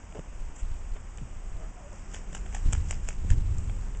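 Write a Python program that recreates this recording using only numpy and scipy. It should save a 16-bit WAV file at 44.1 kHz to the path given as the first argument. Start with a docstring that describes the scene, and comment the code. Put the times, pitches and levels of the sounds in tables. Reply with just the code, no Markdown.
"""On a lawn by a wooden fence, a rooster walks, rears up and beats its wings seven times.
Each beat is a swish of feather noise around a sharp impact, which the fence reflects as an echo.
Plumage rustles and dry leaves tick. Turbulent wind buffets the microphone, and the camera
is rubbed and bumped. A fowl calls faintly over open-air hush, a distant hum and a thin whine."""
import sys
import numpy as np
from scipy import signal
from scipy.fft import rfft, irfft
from scipy.io import wavfile
from scipy.ndimage import uniform_filter1d

SR = 44100
rng = np.random.default_rng(int(sys.argv[2]) if len(sys.argv) > 2 else 0)


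def digitize_waveform(pressure):
    """Quantize a signal to 16-bit integers and store it at the path in sys.argv[1].

    Rows of a 2-D input are taken as channels; values are limited to [-1, 1].
    """
    field = np.atleast_2d(pressure).T
    bounded = np.clip(field, -1, 1)
    quanta = np.round(bounded * 32767).astype(np.int16)
    wavfile.write(sys.argv[1], SR, quanta)


N = 176400
T = np.arange(N) / SR


# wing beats: time_s, clap_db, clap_half_width_s, treble_lift_db, swish_db
WING_BEATS = [(2.1452, -35.5, 0.0019, -7, -44.5), (2.35, -33.5, 0.0018, -3, -46.5),
              (2.5490, -31, 0.002, -4, -45.5), (2.7322, -28, 0.0014, 2, -43.5),
              (2.9095, -27, 0.00085, 1, -42), (3.088, -30, 0.0009, 2.5, -46.5),
              (3.3037, -33, .0012, -1.5, -49)]
# spectrum of sweeping feathers: frequency_hz, density_db
SWISH_SPECTRUM = [(100, -13.5), (190, 15), (350, 2), (650, 1.5), (1100, -2), (1800, -1.5), (3000, -0.5),
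                  (5500, 5.5), (7300, 0), (9000, -16)]
def wings(rise_s=0.027, fall_s=0.03, lag_s=0.0064):
    """Flow noise and impact: each swish grows and decays exponentially, peaking just after its clap."""
    envelope = 0
    for time_s, *_, swish_db in WING_BEATS:
        t = T - time_s - lag_s
        envelope = envelope + from_db(swish_db) * np.exp(-np.maximum(-t / rise_s, t / fall_s))
    swish = envelope * grainy_noise(SWISH_SPECTRUM, depth_db=4, rate_hz=450)
    return swish + snaps([beat[:4] for beat in WING_BEATS])


# spectrum of feathers slapping together: frequency_hz, density_db
CLAP_SPECTRUM = [(150, -13), (450, 0.5), (700, 4), (1100, -4), (1500, 4.5), (2400, -1.5), (3400, 3),
                 (4300, -4.5), (6000, -1), (7500, 1.5), (8600, -8), (10000, -43)]
def snaps(impacts, crossover_hz=4700):
    """Impact noise: a brief contact gives a broadband burst, each with its own share of treble."""
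    burst = noise(CLAP_SPECTRUM)
    low = irfft(rfft(burst) * (np.arange(N // 2 + 1) * SR / N < crossover_hz), N)
    body, treble = (evened(band, window_s=0.00067) * band.std() for band in (low, burst - low))
    return sum(from_db(level_db) * bell(time_s, half_width_s) * (body + from_db(lift_db) * treble)
               for time_s, level_db, half_width_s, lift_db in impacts)


def fence_echo(direct, delay_s=0.0185, gain_db=-4, low_hz=1000, high_hz=2170):
    """Reflection: the fence returns a delayed, weaker copy that has lost bass and treble."""
    delayed = np.interp(T - delay_s, T, direct)
    bass_cut = signal.butter(1, low_hz, "high", fs=SR, output="sos")
    return from_db(gain_db) * signal.sosfilt(bass_cut, lowpass(delayed, high_hz))


# envelope of the ruffled plumage: time_s, level_db
PLUMAGE_LEVELS = [(0, -68), (1.85, -69), (1.96, -56.5), (2.2, -64), (2.65, -57.5), (3.0, -63), (3.35, -83),
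                  (3.65, -81), (3.83, -57.5), (4, -69)]
# spectrum of the ruffled plumage: frequency_hz, density_db
PLUMAGE_SPECTRUM = [(500, -2.5), (1500, 3.5), (3000, -12), (5500, 0.5), (9000, -13.5)]
# flicks of single quills and dry leaves: time_s, level_db, half_width_s, treble_lift_db
QUILL_AND_LEAF_FLICKS = [(.125, -47, 0.0011, -10), (.1555, -44, 0.0012, -21), (.563, -60.5, 0.0049, 10),
                         (.598, -54.5, 0.015, 3), (.965, -50.5, 0.007, -21), (1.1745, -52, 0.00095, 9.5),
                         (1.184, -42, 0.0012, -17), (2.119, -70, .002, -3), (2.330, -40, 0.0011, -6),
                         (2.354, -40, 0.00045, -1), (2.463, -44, 0.0029, -10), (2.527, -43, 0.0009, -5),
                         (2.7262, -35.5, 0.00064, 5.5), (2.729, -47, 0.00057, 6), (3.315, -51, 0.0014, 4),
                         (3.584, -52.5, .001, 12), (3.697, -40.5, 0.0013, -14), (3.95, -46.5, 0.0022, -21),
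                         (3.972, -52.5, 0.00045, 8.5)]
def rustle():
    """Friction noise: many small feather contacts merge into a grain, while single flicks stand out."""
    grain = grainy_noise(PLUMAGE_SPECTRUM, depth_db=3.5, rate_hz=200)
    return curve(PLUMAGE_LEVELS) * grain + snaps(QUILL_AND_LEAF_FLICKS)


# envelope of the deep wind rumble: time_s, level_db
RUMBLE_LEVELS = [(0.0, -48), (0.34, -40), (0.41, -32), (0.56, -46), (0.62, -32.5), (0.87, -35.5),
                 (0.91, -32.5), (0.99, -41.5), (1.66, -34), (1.73, -45.5), (2.58, -32.5), (2.67, -23),
                 (2.82, -32), (3.25, -30.5), (3.31, -30), (3.46, -28), (3.97, -33.5), (4.0, -31)]
# spectrum of the rumble: frequency_hz, density_db
DEEP_WIND_SPECTRUM = [(8, -14), (18, 2), (35, 3.5), (50, -7), (75, -13.5), (200, -57.5)]
# envelope of the faster buffeting: time_s, level_db
BUFFET_LEVELS = [(0.0, -50.5), (0.41, -47.5), (0.58, -57.5), (0.66, -43.5), (1.17, -50.5), (1.21, -39.5),
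                 (1.49, -54), (1.53, -42), (1.64, -50), (2.37, -50.5), (2.62, -42.5), (2.7, -26),
                 (3.14, -47.5), (3.33, -23), (3.44, -34), (3.52, -27.5), (3.92, -42.5), (4.0, -37.5)]
# spectrum of the buffeting: frequency_hz, density_db
FAST_WIND_SPECTRUM = [(30, -23), (58, -1), (85, 0.5), (125, -10.5), (200, -22.5), (350, -31), (1000, -69.5)]
def wind(rumble_gain_db=0.5, buffet_gain_db=-1):
    """Turbulence: pressure fluctuations at the microphone give two low noises that follow the gusts."""
    rumble = curve(RUMBLE_LEVELS) * evened(noise(DEEP_WIND_SPECTRUM), window_s=0.08)
    buffet = curve(BUFFET_LEVELS) * evened(noise(FAST_WIND_SPECTRUM), window_s=0.08)
    return from_db(rumble_gain_db) * rumble + from_db(buffet_gain_db) * buffet


# eddies striking the microphone: time_s, level_db, half_width_s
EDDIES = [(.405, -26, .008), (.49, -28, .005), (.633, -22, .005), (.717, -22, .004), (.92, -25, .008),
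          (1.225, -31, .0025), (2.662, -20, .0012), (2.677, -15, .004), (2.707, -17, .003),
          (2.745, -18, .005), (3.248, -25, .0009), (3.347, -19, .003), (3.383, -16, .003),
          (1.53, -23, .004), (3.3145, -10, .004)]
def eddy_thumps():
    """Pressure transients: each eddy makes a pointed negative pulse, its slowest part removed."""
    pulses = sum(from_db(level_db) / (1 + ((T - time_s) / half_width_s) ** 2 / 2) ** 2
                 for time_s, level_db, half_width_s in EDDIES)
    return lowpass(pulses, hz=12) - pulses


# fingers rubbing and knocking the camera: time_s, level_db, half_width_s
FINGER_RUBS = [(0.15, -42, 0.0013), (0.1556, -39.5, 0.0019), (0.168, -41.5, 0.0067), (0.182, -36, 0.00055),
               (0.1941, -32, 0.001), (0.962, -48.5, 0.0072)]
# spectrum of the rubbing: frequency_hz, density_db
FINGER_SPECTRUM = [(90, 4), (200, 7), (420, 17.5), (850, 6.5), (1300, -5), (2700, -10), (5000, -10),
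                   (9000, -28)]
# soft thuds as the camera's case gives: time_s, level_db
CASE_THUDS = [(0.189, -28), (1.215, -30.5), (2.324, -35), (3.241, -42)]
def handling(case_hz=156, decay_s=0.008):
    """Friction and damped resonance: fingers make short noise bursts, and the case rings briefly."""
    envelope = sum(from_db(level_db) * bell(time_s, half_width_s)
                   for time_s, level_db, half_width_s in FINGER_RUBS)
    sound = envelope * evened(noise(FINGER_SPECTRUM), window_s=0.0026)
    for time_s, level_db in CASE_THUDS:
        t = np.maximum(T - time_s, 0)
        sound = sound + from_db(level_db) * np.sin(2 * np.pi * case_hz * t) * np.exp(-t / decay_s)
    return sound


# notes of a distant fowl: time_s, level_db, half_width_s, pitch_hz, roughness (capped at 1)
FOWL_NOTES = [(1.634, -53, 0.039, 630, 1.1), (1.778, -51.5, .018, 704, 0), (1.808, -54, 0.017, 635, 0.44),
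              (1.862, -49.5, 0.026, 572, 0), (1.934, -51.5, 0.019, 565, .5)]
# spectrum of the rasp in its voice: frequency_hz, density_db
RASP_SPECTRUM = [(200, -4), (380, -0.5), (650, -4), (1100, -6.5), (1800, -15), (5000, -38)]
def far_fowl(pitch_jitter=0.031, overtone_db=-13.5):
    """Voiced sound: a wavering fundamental and its second harmonic, with noise in the rough notes."""
    phase_per_hz = 2 * np.pi * np.cumsum(1 + pitch_jitter * drift(hz=47)) / SR
    rasp = noise(RASP_SPECTRUM)
    call = 0
    for time_s, level_db, half_width_s, pitch_hz, roughness in FOWL_NOTES:
        phase = pitch_hz * phase_per_hz
        voice = np.sin(phase) + from_db(overtone_db) * np.sin(2 * phase) + min(roughness, 1) * rasp
        call = call + from_db(level_db) * bell(time_s, half_width_s) * voice
    return call


# spectrum of the open air: frequency_hz, density_db
AIR_SPECTRUM = [(30, -7.5), (150, 4), (300, -2), (600, -4.5), (1000, -5), (1500, -10), (3000, -17.5),
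                (5000, -13.5), (7000, -18), (9000, -40)]
# envelope of a dull, distant hum: time_s, level_db
FAR_HUM_LEVELS = [(0, -64), (1.4, -65.5), (2.1, -53.5), (2.4, -51), (3.0, -56.5), (4, -52.5)]
# spectrum of the hum: frequency_hz, density_db
FAR_HUM_SPECTRUM = [(110, -12.5), (195, 4), (270, -15.5), (380, -9.5), (700, -27.5), (2000, -67.5)]
def background(air_db=-53, whine_db=-69, whine_hz=8000, sideband_offset_hz=10):
    """Noise floor: steady hush, a swelling hum and the camera's whine, whose two sidebands beat."""
    hush = from_db(air_db) * noise(AIR_SPECTRUM)
    hum = curve(FAR_HUM_LEVELS) * noise(FAR_HUM_SPECTRUM)
    whine = np.sin(2 * np.pi * whine_hz * T) * np.cos(2 * np.pi * sideband_offset_hz * T)
    return hush + hum + from_db(whine_db) * whine


def from_db(db):
    """Amplitude ratio of a level in decibels."""
    return 10 ** (np.asarray(db) / 20)


def unit_rms(x):
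    """Normalisation to an rms of 1."""
    return x / np.sqrt(np.mean(x ** 2) + 1e-20)


def curve(levels):
    """Amplitude envelope, interpolated in decibels between rows of time_s, level_db."""
    return from_db(np.interp(T, *np.transpose(levels)))


def bell(time_s, half_width_s):
    """Gaussian envelope of height 1; the half width is its standard deviation."""
    return np.exp(-0.5 * ((T - time_s) / half_width_s) ** 2)


def noise(spectrum):
    """Spectral shaping: white noise weighted by rows of frequency_hz, density_db, at unit rms."""
    frequency_hz, density_db = np.transpose(spectrum)
    bins_hz = np.maximum(np.arange(N // 2 + 1) * SR / N, 1)
    gain = from_db(np.interp(np.log(bins_hz), np.log(frequency_hz), density_db))
    return unit_rms(irfft(rfft(rng.standard_normal(N)) * gain, N))


def grainy_noise(spectrum, depth_db, rate_hz):
    """Random amplitude modulation: shaped noise with a flickering level, at unit rms."""
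    return unit_rms(noise(spectrum) * from_db(depth_db * drift(rate_hz)))


def evened(x, window_s):
    """Envelope flattening: division by the running rms holds a noise at unit level."""
    size = max(int(window_s * SR), 2)
    return x / np.sqrt(uniform_filter1d(uniform_filter1d(x * x, size), size) + 1e-12)


def lowpass(x, hz):
    """Second-order low-pass filtering."""
    return signal.sosfilt(signal.butter(2, hz, fs=SR, output="sos"), x)


def drift(hz):
    """Random fluctuation, mostly slower than the given frequency, at unit rms."""
    return unit_rms(lowpass(rng.standard_normal(N + SR), hz)[SR:])


def scene():
    """Superposition: the pressures of all sources add at one microphone."""
    beats = wings()
    rooster = beats + fence_echo(beats) + rustle()
    return (rooster + wind() + eddy_thumps() + handling() + far_fowl() + background())[None]


# one dip and two peaks in the microphone's response: centre_hz, gain_db, quality_factor
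MICROPHONE_BANDS = [(4130, -28.5, 3.49), (2870, 8.5, 1.67), (7390, 10, 3.2)]
def record(dry, fizz_db=-31.5, fizz_cutoff_hz=5900, cutoff_hz=8480):
    """Frequency response and modulation noise: the sound is coloured, faintly fizzed and band-limited."""
    for centre_hz, gain_db, quality_factor in MICROPHONE_BANDS:
        angle, root_gain = 2 * np.pi * centre_hz / SR, from_db(gain_db / 2)
        width = np.sin(angle) / (2 * quality_factor)
        numerator = [1 + width * root_gain, -2 * np.cos(angle), 1 - width * root_gain]
        denominator = [1 + width / root_gain, -2 * np.cos(angle), 1 - width / root_gain]
        dry = signal.lfilter(numerator, denominator, dry)
    fizz = from_db(fizz_db) * lowpass(rng.standard_normal(N), fizz_cutoff_hz)
    return signal.sosfilt(signal.butter(32, cutoff_hz, fs=SR, output="sos"), dry * (1 + fizz))


dry = scene()
out = record(dry)
digitize_waveform(out)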